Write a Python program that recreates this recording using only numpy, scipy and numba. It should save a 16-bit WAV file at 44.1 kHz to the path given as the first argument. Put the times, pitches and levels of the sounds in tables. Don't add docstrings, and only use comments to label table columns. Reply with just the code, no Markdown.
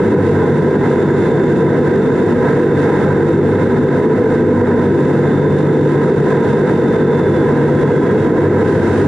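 import sys
import numpy as np
from scipy import signal
from scipy.fft import rfft, irfft, next_fast_len
from scipy.io import wavfile
from scipy.ndimage import uniform_filter1d
from numba import njit

SR = 44100
rng = np.random.default_rng(int(sys.argv[2]) if len(sys.argv) > 2 else 0)


def wav_out(sig):
    wavfile.write(sys.argv[1], SR, np.round(np.clip(np.atleast_2d(sig).T, -1, 1) * 32767).astype(np.int16))


N = 399987
TIME_S = np.arange(N) / SR

# frequency in Hz, left and right level in dB per Hz,
# likeness of the sides from -1 to 1.
BOOM_SPECTRUM = [(15, -65.5, -65.5, .98), (60, -59.5, -62, .99), (89, -49.5, -55, 1),
                 (107.7, -40, -39, 0.98), (118, -48, -48, 0.99), (134, -39.5, -40.5, 0.95),
                 (209, -40, -39.5, 0.97), (312, -39, -39.5, .98), (385, -38.5, -38.5, 0.94),
                 (501.7, -37, -36, 0.97), (543, -50.5, -52.5, 0.93), (586, -63.5, -63.5, .9),
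                 (810, -89.5, -90, .9)]
# time in seconds, blade order 2 in dB, order 5 in dB.
NEAR_BLADE_LEVELS = [(0.0, -32, -30), (0.35, -21.5, -28), (0.8, -31, -24), (1.7, -40, -26), (2.3, -36, -23),
                     (3.15, -29, -26), (3.7, -22, -17.5), (4.2, -34, -28), (4.55, -22, -18),
                     (5.0, -30, -24), (5.6, -30, -30), (6.4, -37, -34), (6.85, -38, -22), (7.3, -25, -24),
                     (7.6, -40, -24), (8.2, -34, -29.5), (9.07, -32, -33)]
# time in seconds, blade order 2 in dB, order 3 in dB.
OTHER_BLADE_LEVELS = [(0.0, -41, -26), (0.35, -42, -20), (1.0, -44, -25), (2.3, -42.5, -27),
                      (3.8, -45, -20), (4.3, -46, -25.5), (5.3, -38, -19), (6.4, -35, -20.5),
                      (6.8, -43, -27.5), (7.1, -41, -20.5), (8.0, -38, -22.5), (8.4, -27, -33),
                      (8.8, -23.5, -37), (9.07, -21, -17)]
# multiple of the blade rate,
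# level in dB of near and other engines together, waver rate in Hz.
LOOSE_ORDERS = [(1, -51.5, 2.8), (3, -37, 2.46), (4, -28.5, 2.5), (6, -31.5, 3.9), (7, -24, 7.),
                (8, -25.5, 16.), (9, -26.5, 12.)]
# frequency in Hz, left and right level in dB per Hz,
# likeness of the sides from -1 to 1.
ROAR_SPECTRUM = [(470, -62, -62.5, 0.97), (596, -54, -51, 0.87), (793, -56, -57.5, 0.86),
                 (828, -51.5, -53.5, 0.94), (906, -58, -59, 0.72), (936, -51, -49.5, 0.97),
                 (1033.5, -54, -50, 0.97), (1117, -66.5, -68.5, 0.27), (1293, -58, -58, 1),
                 (1403, -64, -60, 0.91), (1581, -57, -52.5, 0.96), (1737, -60.5, -63, 0.88),
                 (2090, -67, -61.5, 0.85), (2260, -82, -69, 0.39), (2310, -81, -74, 0.41),
                 (2500, -99, -90.5, 0.4)]
# frequency in Hz, left and right level in dB per Hz,
# likeness of the sides from -1 to 1.
HISS_SPECTRUM = [(2200, -92, -83.5, 0.4), (2390, -86, -78, 0.32), (2616, -73.5, -73, 0.58),
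                 (2890, -85.5, -78, 0.22), (3330, -84, -79, 0.3), (3700, -76, -75.5, 0.73),
                 (4070, -87.5, -82.5, 0.3), (5130, -91, -85, 0.29), (5950, -90, -86, 0.42),
                 (6500, -91, -86, -0.26), (6930, -89.5, -90, 0.06), (7170, -84.5, -83, 0.26),
                 (7680, -91, -91.5, 0.0), (8900, -90.5, -89.5, -0.19), (11030, -96, -94, -0.19)]
# time in seconds, level change in dB.
FLOW_SWELLS = [(0.0, 0), (0.3, 2.5), (0.6, 0.5), (1.2, .5), (2.1, -0.5), (2.9, 1.5), (3.3, -.5), (3.6, 0.7),
               (4.3, -1.4), (5.4, 0.3), (5.9, -0.5), (6.6, 1.5), (6.9, -0.1), (7.2, 1.5), (8.0, -1),
               (8.4, 1), (8.55, 0), (8.7, 2), (9.07, 0)]
# time in seconds, gear whine in Hz.
GEAR_SPEED = [(0.0, 3507), (0.35, 3529), (1.1, 3540), (2.1, 3577), (2.6, 3593), (3.15, 3595), (4.2, 3560),
              (4.75, 3550), (5.25, 3558), (6.0, 3586), (6.5, 3594), (6.85, 3572), (7.3, 3503), (8.2, 3324),
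              (9.07, 3120)]
# time in seconds, tone in dB, lower sideband in dB,
# each of the three lines at the octave in dB.
WHINE_LEVELS = [(0.0, -72, -72, -80), (0.25, -66, -71, -84), (0.4, -52, -69, -84), (0.6, -62, -64, -86),
                (0.9, -50, -69, -68), (1.45, -50.5, -65, -68), (1.65, -56, -59, -71), (2.3, -57, -61, -76),
                (2.75, -51, -56, -72), (3.1, -56, -65, -68), (3.45, -70, -60, -78), (3.9, -55, -64, -80),
                (4.35, -70, -60, -82), (4.6, -57, -69, -79), (5.5, -53, -58, -69), (6.0, -62, -57, -78),
                (6.55, -61, -51, -76), (6.9, -52, -59, -76), (7.25, -45, -59, -71), (7.42, -49, -58, -75),
                (7.6, -61, -64, -82), (7.8, -51, -71, -76), (8.2, -56, -70, -84), (8.45, -74, -72, -84),
                (8.8, -59, -69, -76), (9.07, -72, -72, -84)]
# frequency in Hz, left and right level in dB per Hz,
# likeness of the sides from -1 to 1.
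LATE_HISS_SPECTRUM = [(2300, -82, -77, .3), (4300, -87, -84, .2), (6500, -89, -86, 0.),
                      (11020, -95, -94, 0.)]

OTHER_BLADE_HZ = 49.0
WHINE_PER_BLADE = 73.7
UPPER_SIDEBAND_REL_DB = -4
SECOND_SIDEBAND_DB = -68
LATE_START_S, LATE_RISE_S = 8.58, 0.12
GAIN_RATIO, ATTACK_S, RELEASE_S = 5.0, 0.001, 0.018
GAIN_PIVOT_DB = -10
TOP_HZ = 11030


def undb(db):
    return 10 ** (np.asarray(db) / 20)


def curves(table):
    time_s, *columns = np.transpose(table)
    return [np.interp(TIME_S, time_s, column) for column in columns]


def walk(rate_hz):
    hold = int(SR / rate_hz)
    steps = np.repeat(rng.standard_normal(N // hold + 1), hold)
    slewed = uniform_filter1d(uniform_filter1d(steps, hold), hold)
    return np.sqrt(2) * slewed[:N]


def turns(hz):
    return 2 * np.pi * np.cumsum(hz) / SR


def tone(phase, rms_db):
    return np.sqrt(2) * undb(rms_db) * np.sin(phase + rng.uniform(0, 2 * np.pi))


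def rush(table):
    hz, left_db, right_db, alike = np.transpose(table)
    size = next_fast_len(N)
    log_bins = np.log(np.arange(size // 2 + 1) * SR / size + 1)

    def read(column, outside):
        return np.interp(log_bins, np.log(hz), column, left=outside, right=outside)

    likeness = np.clip(read(alike, 0), -1, 1)
    noise = rfft(rng.standard_normal((2, size)))
    mid, side = noise * np.sqrt([1 + likeness, 1 - likeness])
    left = undb(read(left_db, -200)) * (mid + side)
    right = undb(read(right_db, -200)) * (mid - side)
    return np.sqrt(SR) / 2 * irfft(np.array([left, right]), size)[:, :N]


def boom():
    return rush(BOOM_SPECTRUM)


def propellers(near, far):
    phases = (2 * near, 5 * near, 2 * far, 3 * far)
    levels_db = curves(NEAR_BLADE_LEVELS) + curves(OTHER_BLADE_LEVELS)
    out = np.zeros(N)
    for phase, level_db in zip(phases, levels_db):
        out += tone(phase + 0.63 * walk(4.0), level_db + 1.5 * walk(5.0))
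    for order, level_db, waver_hz in LOOSE_ORDERS:
        for blade in (near, far):
            order_phase = round(order) * blade
            wander = walk(waver_hz) * np.cos(order_phase) + walk(waver_hz) * np.sin(order_phase)
            out += undb(level_db) * wander / np.sqrt(2)
    return out


def blade_chop(near, far):
    return 1 + 0.048 * np.cos(near) + 0.03 * np.cos(far)


def roar(flow_db, gust, chop):
    return rush(ROAR_SPECTRUM) * undb(flow_db + 0.72 * gust + 0.7 * walk(14.0)) * chop


def hiss(flow_db, gust, chop):
    noise = rush(HISS_SPECTRUM) + late_hiss()
    return noise * undb(flow_db + 0.85 * gust + 0.6 * walk(18.0)) * chop


def whine(gear, blade, gear_hz):
    tone_db, side_db, octave_db = curves(WHINE_LEVELS)
    gear = gear + 0.33 * walk(14.0)
    out = tone(gear, tone_db + 1.8 * walk(12.0))
    out += tone(gear + 2 * blade, SECOND_SIDEBAND_DB + 2.5 * walk(4.0))
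    out += tone(gear - blade, side_db + 2.5 * walk(6.0))
    out += tone(gear + blade, side_db + UPPER_SIDEBAND_REL_DB + 3 * walk(5.0))
    for k in (-1, 0, 1):
        out += tone(2 * gear + k * blade, octave_db + 3 * walk(6.0))
    lean_db = np.interp(gear_hz, [3345, 3420], [3.0, 0.2])
    return out * undb(np.array([-lean_db, lean_db]))


def late_hiss():
    return rush(LATE_HISS_SPECTRUM) * np.clip((TIME_S - LATE_START_S) / LATE_RISE_S, 0, 1)


def scene():
    flow_db, gear_hz = curves(FLOW_SWELLS)[0], curves(GEAR_SPEED)[0]
    gear = turns(gear_hz)
    near = gear / WHINE_PER_BLADE
    far = turns(OTHER_BLADE_HZ + 0.0801 * walk(0.706))
    gust = walk(14.0)
    chop = blade_chop(near, far)
    wash = boom() + propellers(near, far)
    return wash + roar(flow_db, gust, chop) + hiss(flow_db, gust, chop) + whine(gear, near, gear_hz)


@njit
def follow(x, attack, release):
    level, out = x.mean(), np.empty(len(x))
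    for i in range(len(x)):
        level += (x[i] - level) * (attack if x[i] > level else release)
        out[i] = level
    return out


def record(dry):
    power = uniform_filter1d(np.mean(dry ** 2, axis=0), size=200)
    power = follow(power, 1 / (ATTACK_S * SR), 1 / (RELEASE_S * SR))
    held = dry * (undb(GAIN_PIVOT_DB) / np.sqrt(power)) ** (1 - 1 / GAIN_RATIO)
    low_pass = signal.ellip(12, 0.2, 80, TOP_HZ, fs=SR, output="sos")
    return signal.sosfilt(low_pass, held)


dry = scene()
out = record(dry)
wav_out(out)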